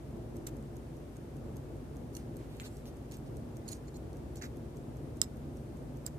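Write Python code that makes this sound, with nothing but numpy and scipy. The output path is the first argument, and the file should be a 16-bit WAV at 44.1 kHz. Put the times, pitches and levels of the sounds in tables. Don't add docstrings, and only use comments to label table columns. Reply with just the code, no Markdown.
import sys
import numpy as np
from scipy import signal
from scipy.fft import rfft, irfft
from scipy.io import wavfile
from scipy.ndimage import uniform_filter1d

SR = 44100
rng = np.random.default_rng(int(sys.argv[2]) if len(sys.argv) > 2 else 0)


def output_pcm(signal):
    pcm = np.clip(np.atleast_2d(signal).T, -1, 1) * 32767
    wavfile.write(sys.argv[1], SR, np.round(pcm).astype(np.int16))


def field_ratio(decibels):
    return 10 ** (np.asarray(decibels, dtype=float) / 20)


N = 272538


def on_log(table, hz):
    f, v = np.transpose(table)
    return np.interp(np.log(hz + 1), np.log(f + 1), v)


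def walk(rate):
    size = int(SR / rate)
    x = uniform_filter1d(rng.standard_normal(N), size=size)
    x = uniform_filter1d(x, size=size)
    return x / x.std()


def contacts(rows, modes, grain_db=5, scatter_db=3, far_lag=10, least_shade=0.17, crack_db=-8,
             rise=0.35, blow=0, loose=1, stagger=.5, onset_s=0.000067):
    # pitch_hz, share [ratio]
    shade_table = [(1200, .45), (2600, .2), (3500, -.25), (4300, -.5), (5100, .5), (6100, .65), (7200, 2),
                   (10000, 1.3)]
    out = np.zeros((2, N + SR))
    t = np.arange(6144) / SR
    hz, mode_db, t60_s = np.transpose(modes)[:, :, None]
    bright = signal.butter(1, [1800, 13500], "band", fs=SR, output="sos")
    shade_hz = np.arange(len(t) + 1) * SR / len(t) / 2
    shade = np.maximum(on_log(shade_table, shade_hz), least_shade)
    for start_s, peak_db, contact_ms, pan_db, tilt_db in rows:
        impacts = rng.standard_normal(len(t)) * field_ratio(grain_db * rng.exponential(size=len(t)))
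        u = t / (max(contact_ms, .05) / 1000)
        build = 1 - np.exp(-(u + 0.13) / abs(rise))
        impacts = impacts * build * np.exp(-.8 * u - u ** 6)
        impacts[0] += blow * np.linalg.norm(impacts)

        turn = loose * rng.random((2, len(hz), 1)) + np.arange(len(hz))[:, None] * stagger
        spread = rng.standard_normal((2, len(hz), 1))
        gain = field_ratio(mode_db + tilt_db * np.log2(hz / 6000) + scatter_db * spread)
        decay = np.exp(-np.log(1000) * t / t60_s)
        ring = np.sum(gain * decay * np.sin(2 * np.pi * (hz * t + turn)), axis=1)
        ring = ring * np.minimum(t / onset_s, 1)
        crack = signal.sosfilt(bright, 1. * (t == 0))
        sound = signal.fftconvolve(ring + field_ratio(crack_db) * crack, impacts[None], axes=1)[:, :len(t)]

        left = rfft(sound[0], 2 * len(t)) * field_ratio(pan_db * shade)
        sound[0] = irfft(left)[:len(t)]
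        sound = sound * field_ratio(peak_db) * 2 / np.abs(sound).max(axis=1).sum()
        for side, lag in enumerate((far_lag, 0)):
            at = int(start_s * SR) + lag
            out[side, at:at + len(t)] += sound[side]
    return out[:, :N]


def snaps():
    # start_s, peak_db, contact_ms, left_minus_right_db, tilt_db_per_octave
    snap_rows = [
        (5.2155, -9, .3, -11.5, 0),
        (5.2162, -35, 14, -9, -4),
        (5.2428, -39, 1.5, -1, -6),
        (6.0638, -24, .4, -11, 0),
        (6.0745, -46, 3, -6, -9),
    ]
    # pitch_hz, level_db, t60_s
    plate = [(1270, -12, .009), (1990, -12, .012), (2830, -17, .010), (3150, -13, .016), (3800, -9, .008),
             (4750, -5, .009), (5180, 4, .014), (5990, -3, .010), (6800, 4, .008), (7790, 6.5, .014),
             (8500, -10, .011), (10950, -2, .009), (12090, -12, .009), (13610, -4.5, .009),
             (14420, -6.5, .008)]
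    # pitch_hz, level_db, t60_s
    gripped = [(1190, -19, .012), (1900, -26, .008), (2600, -25, .010), (3300, -24, .010),
               (3900, -24, .008), (4720, -7, .010), (5020, -2.5, .015), (5990, -9, .009), (6460, -8, .009),
               (6950, -5, .009), (7530, 6, .022), (10010, -13, .008), (10600, -3, .011), (13420, -15, .008),
               (14330, 0, .013)]

    def snap(rows, modes):
        return contacts(rows, modes, grain_db=1.5, scatter_db=.4, least_shade=-.5, crack_db=-4,
                        blow=12, loose=.03, stagger=.32, onset_s=.0004)

    return snap(snap_rows[:3], plate) + snap(snap_rows[3:], gripped)


def knocks():
    # start_s, peak_db, contact_ms, left_minus_right_db, tilt_db_per_octave
    knock_rows = [(3.8825, -51, 3, -5, -2), (4.412, -58, 8, 1, 4), (4.4221, -32.5, 1.2, -12, 3),
                  (4.4397, -40.5, 1.5, -6, -5), (4.4432, -45, 1.5, -12, 6), (4.453, -53, 4, -3, -5)]
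    # pitch_hz, level_db, t60_s
    case = [(1450, -9, .007), (2050, -1.5, .011), (2400, -10, .008), (4240, -14, .007), (5600, -3, .006),
            (6080, 1, .008), (7900, -12, .005), (8800, -17, .005), (11100, -24, .004)]
    # start_s, peak_db, contact_ms, left_minus_right_db, tilt_db_per_octave
    peck_rows = [(2.5992, -31.5, 0.48, -16, -2.5), (2.6048, -41, 1, -9, 4), (2.6575, -41, 0.99, -11, 3),
                 (2.856, -44, 0.65, -11, 1.5), (3.1205, -39, 1.5, -21, 6)]
    # pitch_hz, level_db, t60_s
    rim = [(1400, -4, .005), (2500, -1, .006), (3300, 0, .005), (4200, 0, .006), (6800, 1, .008),
           (8200, -6, .005), (11000, -5, .004), (13300, -4, .004)]
    on_case = contacts(knock_rows, case, grain_db=2, scatter_db=1, far_lag=3, crack_db=-5, blow=2.5, loose=.1)
    on_rim = contacts(peck_rows, rim, grain_db=2, scatter_db=1, far_lag=3, crack_db=6, blow=4, loose=.1)
    return on_case + on_rim


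def taps():
    # start_s, peak_db, contact_ms, left_minus_right_db, tilt_db_per_octave
    tap_rows = [(.467, -38, 2.6, -9, -4), (.4693, -32.5, 5.9, -9.5, 3), (.478, -53, 19, -3, -2),
                (.625, -54, 3, -3, 2), (2.175, -57, 4.8, -1, 0), (2.659, -45, 21, -13, -6),
                (3.112, -46, 3.5, -5, -3), (3.1395, -45.5, 2, -11, -2), (3.144, -52, 2.3, -11, 0.19),
                (3.185, -55, 2, -3, 2), (4.1295, -50, 3.1, -6, -6), (4.3565, -43.5, 5.3, -9, 2)]
    # pitch_hz, level_db, t60_s
    bridge = [(1500, -15, .005), (3000, -16, .005), (4400, -9, .006), (5300, -6, .006), (6200, -3, .006),
              (7200, -6, .007), (7800, -1, .007), (8500, -4, .007), (9600, -7, .006), (10800, -4, .007),
              (12000, -8, .006), (13400, -9, .007)]
    # start_s, peak_db, contact_ms, left_minus_right_db, tilt_db_per_octave
    nudge_rows = [
        (2.1512, -36, 1.2, -9, 3),
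        (2.1660, -39, 3.5, -8, -1),
        (2.1685, -41, 3, -8, -2),
    ]
    # pitch_hz, level_db, t60_s
    spring = [(2840, -5, 0.017), (4280, -4, 0.012), (6080, 0, 0.023), (7260, 0, 0.016), (8900, -5, 0.0091),
              (10300, -17, 0.0053), (11700, -4, 0.0071), (13700, -8, 0.0082)]
    on_bridge = contacts(tap_rows, bridge, grain_db=-1.0, scatter_db=-1.0, crack_db=10, rise=0.12, loose=.3)
    on_spring = contacts(nudge_rows, spring, grain_db=1, scatter_db=1.5, crack_db=3, blow=1.5, loose=.2)
    return on_bridge + on_spring


def scrapes():
    # start_s, peak_db, contact_ms, left_minus_right_db, tilt_db_per_octave
    scrape_rows = [(3.679, -38.5, 9, -15, 1), (3.686, -35, 7.5, -7, 3), (3.696, -62, 13, -3, 0),
                   (3.708, -50, 7.7, -3, 8), (3.7148, -37.5, 14, -17, 3), (3.7287, -35.5, 5.2, -13, 0),
                   (3.7295, -49, 1.3, -1, -20), (3.870, -57, 8.9, -6, -2), (3.881, -52.5, 11, -7, -5),
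                   (3.942, -52.5, 17, -8, -3), (3.9562, -49, 13, -3, -8)]
    # pitch_hz, level_db, t60_s
    tines = [(4270, -3.5, 0.034), (5150, -7.5, 0.007), (6860, 8, 0.014), (7400, -9, 0.012),
             (8040, -5, 0.0082), (8600, -13, 0.0052), (10350, -1, 0.011), (10860, -1.5, 0.0076),
             (12600, -8, 0.008), (13800, -8, .008)]
    return contacts(scrape_rows, tines, grain_db=3.5, scatter_db=3.5, crack_db=4, rise=0.11)


def rubs():
    # start_s, peak_db, contact_ms, left_minus_right_db, tilt_db_per_octave
    rub_rows = [(.466, -41, 12, 3, -4), (.476, -46, 22, -1, -5), (2.128, -53, 59, -1, 7),
                (2.178, -53.5, 51, -5, -6), (2.601, -41.5, 31, -1, -10), (2.632, -43.5, 45, -11, -4),
                (2.644, -47, 50, -1, -2), (2.70, -55, 120, -5, 4), (2.86, -48.5, 40, -2, 5),
                (3.113, -47.5, 55, 1, -5), (3.26, -56, 30, -3, 6), (3.655, -50.5, 79, -1, -8),
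                (3.678, -45.5, 96, -1, -3), (4.36, -49, 39, -2, 3), (4.413, -39, 60, -3, -8.5),
                (5.219, -37, 26, -2, -1), (6.057, -50, 9, -7, 4), (6.066, -43, 20, -1, -3),
                (2.385, -55.5, 92, -3, -8), (2.49, -54.5, 140, -7, -5)]
    # pitch_hz, level_db, t60_s
    skin = [(1500, -11, .003), (2400, -9, .0025), (3900, -6, .002), (6500, -3, .002), (7600, -1, .002),
            (10000, -5, .002), (13000, -9, .002)]
    return contacts(rub_rows, skin, far_lag=6, grain_db=-1.35, scatter_db=1.5, crack_db=12, rise=0.25)


def ticking_watch():
    beats_db = [-57, -44.5, -51, -46.5, -53, -47.5, -54, -43.5, -56, -47, -35, -45, -49, -49, -57, -48, -47,
                -46.5, -53, -46, -50, -46, -51, -46.5, -52, -51.5, -54, -50.5, -54, -50.5]
    # pitch_hz, level_db, t60_s
    pallet = [(4400, -15, .005), (5700, -7, .006), (6600, -5, .007), (7400, -5, .006), (8270, -4, .008),
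              (8750, -6, .007), (10200, -4, .005), (11700, -4, .006), (13000, -6, .005), (14200, -8, .005)]
    first_beat_s, beat_s = .167, .20012
    drops = [(first_beat_s + k * beat_s, db + 2.0, 3.5, -2, 0) for k, db in enumerate(beats_db)]
    unlocks = [(s - .009, db - 11, 8, -2, 0) for s, db, *_ in drops]
    return contacts(drops + unlocks, pallet, far_lag=7, grain_db=2.0, scatter_db=1.5, crack_db=5,
                    rise=0.055, blow=1.2, loose=.3)


def bench_echo(x):
    t60_s, level_db = .11, -21
    t = np.arange(SR // 4) / SR
    fade = np.exp(-np.log(1000) * t / t60_s) * np.minimum(t / .005, 1)
    echo = rng.standard_normal((2, len(t))) * fade
    echo = echo / np.sqrt(np.sum(echo ** 2, axis=1, keepdims=True))
    spilled = x + .35 * x[::-1]
    return field_ratio(level_db) * signal.fftconvolve(spilled, echo, axes=1)[:, :N]


def air():
    # pitch_hz, level_db
    tone_db = [(25, -29), (40, -15), (52, -10.5), (96, -11), (144, -5.5), (183, -15.5), (240, -6.5),
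               (340, -8.5), (600, -16), (1000, -26.5), (2000, -36), (4000, -42.5), (8600, -45),
               (14600, -48)]
    # pitch_hz, width_hz, lift_db
    room_modes = [(73.3, 3.4, 14), (103.8, 13, 9), (132, 5.3, -6), (133, 27, 3.5), (171.3, 9.2, 6.5),
                  (216, 7.8, 6.5), (244.5, 8.9, 5.5), (342.5, 5.2, 7.5)]
    # pitch_hz, likeness [0-1]
    likeness = [(60, 1), (130, 0.84), (290, 0.94), (640, 0.32), (1410, 0), (3100, 0.02), (6820, 0.07),
                (15000, 0)]
    # pitch_hz, left_minus_right_db
    lean_db = [(60, 0.5), (200, 0.3), (500, 1), (1290, 1.5), (4400, 2.5), (8120, -2.5), (15000, 2.5)]
    # start_s, rumble_level_db
    gusts = [(0, -45.5), (.6, -44), (1.2, -46), (1.6, -44.5), (2.0, -45.5), (2.5, -45), (2.95, -46.5),
             (3.3, -44), (3.7, -44.5), (4.3, -45), (4.8, -44.5), (5.2, -45), (5.7, -44.5), (6.18, -45.5)]
    air_db, rumble_top_hz = -44.5, 1300
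    hz = np.arange(N // 2 + 1) * SR / N
    lift = 1 + sum((field_ratio(db) ** 2 - 1) / (1 + (2 * (hz - f) / w) ** 2) for f, w, db in room_modes)
    alike = np.clip(on_log(likeness, hz), 0, .995)
    mid, side = rfft(rng.standard_normal((2, N)), axis=1)
    sign = np.array([[1], [-1]])
    pair = mid * np.sqrt(1 + alike) + sign * side * np.sqrt(1 - alike)
    pair = pair * field_ratio(on_log(tone_db, hz) + sign * on_log(lean_db, hz) / 2) * np.sqrt(lift)
    low = 1 / (1 + (hz / rumble_top_hz) ** 4)
    rumble = irfft(pair * low, N, axis=1)
    hiss = irfft(pair * (1 - low), N, axis=1)
    gust_db = np.interp(np.arange(N) / SR, *np.transpose(gusts))
    swell_db = gust_db - gust_db.mean() + .8 * walk(12)
    return (rumble * field_ratio(swell_db) + hiss) * field_ratio(air_db) / rumble.std()


def motor_hum():
    # pitch_hz, level_db, waver_db
    motor_lines = [(56, -53.5, .8), (119, -56, 1.5)]
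    hum = np.zeros(N)
    for pitch_hz, level_db, waver_db in motor_lines:
        level = field_ratio(level_db + waver_db * walk(4))
        hum += level * np.sin(2 * np.pi * np.cumsum(pitch_hz + .3 * walk(3)) / SR)
    fan_hz, fan_db, swell_db, swells_per_s = 141.7, -56, 4.5, 7
    fan_level = field_ratio(fan_db + swell_db * walk(swells_per_s))
    fan = fan_level * np.sin(2 * np.pi * np.cumsum(fan_hz + .5 * walk(3.5)) / SR)
    return np.sqrt(2) * (hum + fan)


def lamp_whine():
    # start_s, pitch_hz
    whine_pitch = [(0, 8885), (1.95, 8800), (2.15, 8865), (3.7, 8765), (3.85, 8810), (6.18, 8745)]
    hz = np.interp(np.arange(N) / SR, *np.transpose(whine_pitch)) + 6 * walk(20)
    phase = 2 * np.pi * np.cumsum(hz) / SR
    level = field_ratio(-83.5 + 1.5 * walk(12))
    whine = level * np.sin(phase + np.array([[1.5], [0]])) * field_ratio(np.array([[-3], [3]]))
    return np.sqrt(2) * whine


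def scene():
    close = snaps() + knocks() + taps() + scrapes() + rubs()
    ticks = ticking_watch()
    echoes = bench_echo(close + field_ratio(10) * ticks)
    return close + ticks + echoes + air() + motor_hum() + lamp_whine()


def low_pass(x):
    return signal.sosfilt(signal.butter(12, 15770, fs=SR, output="sos"), x)


def record(dry):
    steep = signal.ellip(8, .3, 40, 14620, fs=SR, output="sos")
    cut = signal.sosfilt(steep, dry)
    return low_pass(cut)


dry = scene()
out = record(dry)
output_pcm(out)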